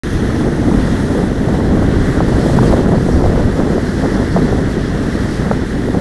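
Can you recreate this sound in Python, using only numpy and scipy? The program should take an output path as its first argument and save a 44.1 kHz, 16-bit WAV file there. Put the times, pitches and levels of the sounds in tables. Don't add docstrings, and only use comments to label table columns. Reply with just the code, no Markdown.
import sys
import numpy as np
from scipy import signal
from scipy.fft import rfft, irfft, next_fast_len
from scipy.io import wavfile
from scipy.ndimage import uniform_filter1d, minimum_filter1d

SR = 44100
rng = np.random.default_rng(int(sys.argv[2]) if len(sys.argv) > 2 else 0)


def wrap_up_sound(samples):
    columns = np.atleast_2d(samples).T
    tamed = np.clip(columns, -1, 1)
    steps = np.round(tamed * 32767).astype(np.int16)
    wavfile.write(sys.argv[1], SR, steps)


N = 264864

# (time [s], level [dB], pitch [Hz], decay [s], crispness [dB])
HARD_EDDIES = [(0.484, -15, 698, 0.0032, 4), (0.703, -19, 535, 0.0027, -2), (0.715, -16, 798, 0.0027, 2),
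               (0.74, -13, 643, 0.0032, 0), (1.151, -10.5, 603, 0.0064, -8), (2.205, -4.5, 781, 0.005, 0),
               (2.227, -4.5, 171, 0.0048, 10), (2.462, -10, 658, 0.0047, -2), (2.498, -6, 604, 0.004, -2),
               (2.588, -0.5, 822, 0.0022, 3), (2.631, -3, 799, 0.0034, 5), (2.727, -5, 539, 0.0047, -4),
               (2.737, 1, 598.6, 0.0047, 0), (2.747, 1.5, 187, 0.0055, 0), (2.87, -10, 635, 0.0038, -1),
               (2.92, -10, 603, 0.0053, -2), (2.935, -9.5, 682, 0.0055, -5), (2.954, -8, 473, 0.0055, -4),
               (3.089, -3.5, 568, 0.0044, -4), (3.162, -6, 501, 0.0038, -4), (3.21, -12, 672, .003, 3),
               (3.241, -10, 765, 0.007, -5), (3.26, -9, 602, 0.0046, -3), (3.359, -14, 600, 0.0084, -2),
               (3.602, -14, 731, 0.0078, -1), (3.78, -9.5, 700, 0.0057, -2), (4.025, -10, 534, 0.0032, 2),
               (4.037, -13, 758, 0.0036, 3), (4.364, -4, 660, 0.0056, -7), (4.375, -6.5, 689, 0.0022, -2),
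               (4.421, -5.5, 255.4, 0.017, 5), (4.527, -8, 521, 0.0067, 4), (4.624, -14, 571, 0.0032, -6),
               (5.514, -2.5, 702, 0.0028, 3), (5.888, -8.5, 545, 0.0023, -5), (5.949, -9, 549, 0.0025, -1)]


def from_db(db):
    return 10 ** (np.asarray(db) / 20)


def rms_one(x):
    return x / np.sqrt(np.mean(x ** 2) + 1e-20)


def in_time(curve):
    return np.interp(np.arange(N) / SR, *np.transpose(curve))


def hump(middle_s, rise_s, fall_s):
    t = np.arange(N) / SR - middle_s
    return np.exp(-np.minimum((t / np.where(t < 0, rise_s, fall_s)) ** 2, 50))


def drift(per_s):
    hop, settle = 40, 2000
    pole = np.exp(-2 * np.pi * hop * per_s / SR)
    noise = rng.standard_normal(N // hop + settle + 2)
    slow = signal.lfilter([1], [1, -2 * pole, pole * pole], noise)[settle:]
    return np.interp(np.arange(N) / hop, np.arange(len(slow)), rms_one(slow))


def coloured(x, spectrum):
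    size = next_fast_len(N + SR // 4)
    hz, db = np.transpose(spectrum)
    bins = np.maximum(np.arange(size // 2 + 1) * SR / size, 1)
    gain = from_db(np.interp(np.log(bins), np.log(hz), db))
    gain *= np.minimum(bins / hz[0], 1) * np.minimum(hz[-1] / bins, 1) ** 2
    return rms_one(irfft(rfft(x, size) * gain, size)[:N])


def bubbles(per_s, low_hz, high_hz, cycles, size_db, cloud_db, pitches=24):
    out = np.zeros(N)
    sizes = from_db(size_db * np.minimum(rng.exponential(1, N), 5)) * rng.choice([-1, 1], N)
    born = rng.random(N) < per_s / SR
    pitch_index = rng.integers(0, pitches, N)
    for k, hz in enumerate(np.geomspace(low_hz, high_hz, pitches)):
        clicks = sizes * (pitch_index == k) * born
        decay, angle = from_db(-60 * hz / (cycles * SR)), 2 * np.pi * hz / SR
        rings = signal.lfilter([1, 0, -1], [1, -2 * decay * np.cos(angle), decay ** 2], clicks + 1e-18)
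        out += rms_one(rings) * np.sqrt(hz) * from_db(cloud_db * drift(6.1))
    return rms_one(out)


def white_water(near, spectrum, far_db, slosh_db, slosh_per_s):
    rush = from_db(far_db) * rng.standard_normal(N)
    return coloured(near + rush, spectrum) * from_db(slosh_db * drift(slosh_per_s))


def breaking_waves(spray_lag_s=0.016):
    # (churn [dB], foam [dB], sheets running over rock [dB], spray [dB])
    wash = (-33, -41, -47.5, -49)
    # (crest [s], build [s], drain [s], churn [dB], foam [dB], sheets [dB], spray [dB])
    waves = [(0.17, 0.76, .3, -36, -43, -50, -65), (0.87, 0.17, 0.31, -35.5, -42, -50.5, -48.5),
             (1.55, 0.27, .3, -45, -54, -62, -57), (2.05, 0.17, 0.34, -33, -44.5, -47.5, -49.5),
             (2.42, .13, 0.24, -38.5, -41.5, -44.5, -44.5), (2.685, 0.13, 0.09, -37, -41, -44, -46),
             (3.1, 0.14, 0.3, -39, -54, -45.5, -48.5), (4.2, .52, 0.51, -34, -47.5, -43.5, -49.5),
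             (5.25, 0.36, 0.38, -35.5, -45.5, -45.5, -51)]
    power = np.outer(from_db(wash) ** 2, np.ones(N))
    for crest_s, build_s, drain_s, *levels_db in waves:
        surge = hump(crest_s, build_s, drain_s)
        shower = hump(crest_s + spray_lag_s, build_s, drain_s)
        power += from_db(levels_db)[:, None] ** 2 * [surge, surge, surge, shower]
    return 10 * np.log10(power)


def surf():
    # (frequency [Hz], level [dB])
    churn_tone = [(150, -29), (400, -16), (800, -4.5), (1150, -1.5), (1600, 2), (1930, 2.5), (2080, -4),
                  (2300, -13), (2700, -39), (5000, -45)]
    foam_tone = [(1500, 1.5), (2400, -3), (2900, -2.5), (3200, -0.5), (3450, 0), (3750, -2), (4150, -2.5),
                 (4600, -10), (6000, -7), (11500, -34)]
    sheet_tone = [(3000, -7), (4300, 1.5), (4800, 1), (5150, 0.5), (5600, 1), (6200, -5), (7000, -14.5),
                  (11500, -25)]
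    spray_tone = [(2000, -21), (3500, -0.5), (6000, 3), (7200, 3), (8500, 2), (10000, 0), (11500, -2.5),
                  (13000, -37)]
    flows_db = breaking_waves()
    churn_db, foam_db, sheets_db, spray_db = flows_db
    churn_rate, foam_rate, sheet_rate, spray_rate = [from_db(db - db.mean()) for db in flows_db]
    big = bubbles(2500 * churn_rate, 408, 2466, cycles=14, size_db=0, cloud_db=0.5)
    small = bubbles(6000 * foam_rate, 2314, 4890, cycles=38, size_db=1, cloud_db=1.5)
    tiny = bubbles(8000 * sheet_rate, 4010, 8100, cycles=32, size_db=-0.5, cloud_db=3)
    drops = bubbles(9000 * spray_rate, 3300, 14600, cycles=6.6, size_db=2.5, cloud_db=1)
    churn = white_water(big, churn_tone, far_db=8.5, slosh_db=0.5, slosh_per_s=5.2)
    foam = white_water(small, foam_tone, far_db=7.5, slosh_db=0.7, slosh_per_s=6.8)
    sheets = white_water(tiny, sheet_tone, far_db=-0.5, slosh_db=1, slosh_per_s=15)
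    spray = white_water(drops, spray_tone, far_db=12, slosh_db=0.9, slosh_per_s=8.9)
    water = (from_db(churn_db + 0.14) * churn + from_db(foam_db + 1) * foam
             + from_db(sheets_db - 0.7) * sheets + from_db(spray_db + 3) * spray)
    return water * from_db(0.34 * drift(16))


def turbulence(spectrum, lumps_db, steady_s):
    pressure = coloured(rng.standard_normal(N) * from_db(lumps_db), spectrum)
    return pressure / np.sqrt(uniform_filter1d(pressure ** 2, int(steady_s * SR)) + 1e-9)


def wind():
    # (time [s], level [dB])
    strength = [(0.04, -8.5), (0.2, -0.7), (0.72, 2.5), (1.02, 0.5), (1.4, -1.3), (1.75, 3), (2.1, 1),
                (2.65, 6), (3.25, 2.5), (3.9, -2), (4.45, 3), (4.75, -0.8), (5.7, -2.5), (6.0, -4.5)]
    # (middle [s], length [s], lift [dB])
    gusts = [(0.326, 0.051, -0.5), (0.445, 0.083, 1.5), (0.56, 0.06, -1), (0.724, 0.074, 0.5),
             (1.19, 0.12, 3), (1.51, 0.17, 2.5), (1.76, 0.13, 0.5), (2.275, .04, -1), (2.327, 0.018, 3),
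             (2.87, 0.04, 1.5), (2.933, 0.039, 3), (3.014, 0.058, -3.5), (3.237, 0.081, 2),
             (3.38, 0.1, 1.5), (3.534, .04, -0.5), (3.596, 0.041, 4), (3.71, 0.17, 2.5), (4.043, 0.03, 4.5),
             (4.163, 0.063, 3), (4.3, 0.077, -4), (4.714, 0.078, -1.5), (4.88, 0.049, -2),
             (5.333, 0.085, -2.5), (5.49, 0.11, 3), (5.671, 0.037, -7), (5.967, 0.088, 4.5)]
    # (middle [s], length [s], level [dB])
    thumps = [(0.137, 0.077, -15.5), (0.81, 0.11, -14.5), (1.803, 0.24, -16.5), (2.0, 0.07, -11.5),
              (2.34, 0.018, -3.5), (2.575, 0.049, -13.5), (2.715, 0.03, -11), (3.161, 0.026, -5.5),
              (3.267, 0.045, -7.5), (3.42, 0.11, -12.5), (4.53, 0.031, -11)]
    # (usual level [dB], growth with wind [dB/dB], growth with gusts [dB/dB])
    large_law = (-20, 0.56, 0.17)
    middle_law = (-15.5, 0.61, 0.93)
    small_law = (-28, 1.11, 2.15)
    # (frequency [Hz], level [dB])
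    rumble_tone = [(12, -7), (25, -2), (40, -1), (54, 4.5), (75, -0.5), (105, 0), (150, -16), (300, -33)]
    flutter_tone = [(60, -22), (100, -3.5), (130, -0.8), (165, 0.74), (210, 0), (260, 0), (320, -3.5),
                    (420, -6.5), (520, -16), (700, -22.5), (1200, -50)]
    tearing_tone = [(280, -38), (420, -2), (520, -3), (650, -6.5), (800, -10), (1000, -15), (1400, -20),
                    (2200, -38.5)]
    wind_db = in_time(strength)
    gust_db = sum(lift_db * hump(s, length / 2, length / 2) for s, length, lift_db in gusts)
    laws = (large_law, middle_law, small_law)
    rumble_db, flutter_db, tearing_db = [usual_db + by_wind * wind_db + by_gust * gust_db
                                         for usual_db, by_wind, by_gust in laws]
    thump_power = sum(from_db(db) ** 2 * hump(s, length / 2, length / 2) for s, length, db in thumps)
    rumble_gain = np.sqrt(from_db(rumble_db) ** 2 + thump_power)
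    lumps = drift(51)
    rumble = rumble_gain * turbulence(rumble_tone, lumps_db=lumps, steady_s=0.155)
    flutter = from_db(flutter_db) * turbulence(flutter_tone, lumps_db=1.14 * lumps, steady_s=0.11)
    tearing = from_db(tearing_db) * turbulence(tearing_tone, lumps_db=2.3 * lumps, steady_s=0.087)
    return rumble + flutter + tearing


def runoff():
    # (frequency [Hz], level [dB])
    hiss_tone = [(3000, -14), (4700, -12), (5100, 1), (5500, -1), (6050, 5), (6600, 1), (7200, -12),
                 (7900, -8), (8500, -1.5), (10000, -1), (11500, -7), (13000, -35)]
    # (time [s], level [dB])
    flow = [(0.04, -44), (0.9, -48.5), (1.15, -47), (1.45, -54), (2.0, -78)]
    fizz = bubbles(8000, 4100, 11500, cycles=18, size_db=3.5, cloud_db=5)
    return from_db(in_time(flow)) * white_water(fizz, hiss_tone, far_db=4, slosh_db=0, slosh_per_s=12)


def drumming(band_ratio=1.86, edge_db=-22):
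    # (middle [s], length [s], level [dB], pitch [Hz])
    runs = [(0.224, 0.095, -20, 140), (0.677, 0.054, -14.5, 274), (0.755, 0.08, -13, 218),
            (1.17, 0.037, -19, 380), (1.758, 0.095, -14, 242), (1.868, 0.085, -16, 169),
            (2.078, 0.13, -20, 132), (2.22, 0.034, -12, 150), (2.34, 0.041, -13, 141),
            (2.423, 0.23, -23.5, 440), (2.6, 0.14, -12.5, 125), (2.66, .12, -20, 400),
            (2.78, 0.026, -14, 250), (2.96, 0.1, -13.5, 141), (3.203, 0.074, -17, 150),
            (3.373, 0.14, -22, 466), (3.716, 0.066, -21, 384), (4.06, 0.066, -21, 400),
            (4.2, 0.087, -24, 447), (4.373, 0.038, -9, 200), (4.466, 0.096, -17, 237),
            (5.81, .05, -18, 218), (5.89, 0.027, -16.5, 260)]
    out = np.zeros(N)
    for middle_s, length_s, db, hz in runs:
        band = [(hz / band_ratio, edge_db), (hz, 0), (hz * band_ratio, edge_db)]
        fade_s = length_s * np.sqrt(0.5)
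        out += from_db(db) * hump(middle_s, fade_s, fade_s) * turbulence(band, lumps_db=0, steady_s=0.03)
    return out


def buffets(rise_cycles=0.59, sag=0.147, ragged=0.24, rough_db=1.5):
    # (pitch [ratio], level [dB], decay [ratio], crispness [ratio])
    swirls = [(1.6, -11, 0.79, 0.9), (1.0, -2, 1.04, 0), (.65, -2.5, 1.03, 0), (.33, -6, 1.1, 0)]
    out = np.zeros(N)
    for pitch_ratio, swirl_db, decay_ratio, crisp_ratio in swirls:
        wobble = np.exp(ragged * drift(487))
        uneven = rms_one(from_db(rough_db * drift(450)))
        for strike_s, eddy_db, eddy_hz, decay_s, crisp_db in HARD_EDDIES:
            span = np.arange(int((strike_s - 0.03) * SR), min(int((strike_s + 0.06) * SR), N))
            t = span / SR - strike_s
            swirl_hz, fall_s = eddy_hz * pitch_ratio, decay_s * decay_ratio
            envelope = np.exp(-np.where(t < 0, (t * swirl_hz / rise_cycles) ** 2, t / fall_s))
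            pitch_hz = swirl_hz * wobble[span] * (1 - sag * np.tanh(t / fall_s / 2))
            phase = 2 * np.pi * (np.cumsum(pitch_hz) / SR + rng.random())
            gain = from_db(eddy_db + swirl_db + crisp_ratio * crisp_db)
            out[span] += gain * envelope * uneven[span] * np.sin(phase)
    return out


def swept_aside(depth_db=8):
    push = sum(from_db(db) * hump(s, decay_s, 2 * decay_s) for s, db, _, decay_s, _ in HARD_EDDIES)
    return from_db(-depth_db * push)


def limiter(x, ceiling_db, release_db_per_s):
    over_db = np.maximum(20 * np.log10(np.abs(x) + 1e-9) - ceiling_db, 0)
    release_db = release_db_per_s * np.arange(N) / SR
    cut_db = np.maximum.accumulate(over_db + release_db) - release_db
    held_db = minimum_filter1d(-cut_db, size=89)
    return x * from_db(uniform_filter1d(held_db, size=89))


def scene():
    sea = surf()
    blowing = (wind() + drumming()) * swept_aside()
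    return (sea + blowing + buffets() + runoff())[None]


def record(dry):
    sound_on = np.arange(N) / SR >= 0.035
    limited = limiter(dry[0] * sound_on, ceiling_db=-0.8, release_db_per_s=340)
    lowpass = signal.ellip(12, 0.1, 80, 11900, fs=SR, output="sos")
    return signal.sosfilt(lowpass, limited)[None]


dry = scene()
out = record(dry)
wrap_up_sound(out)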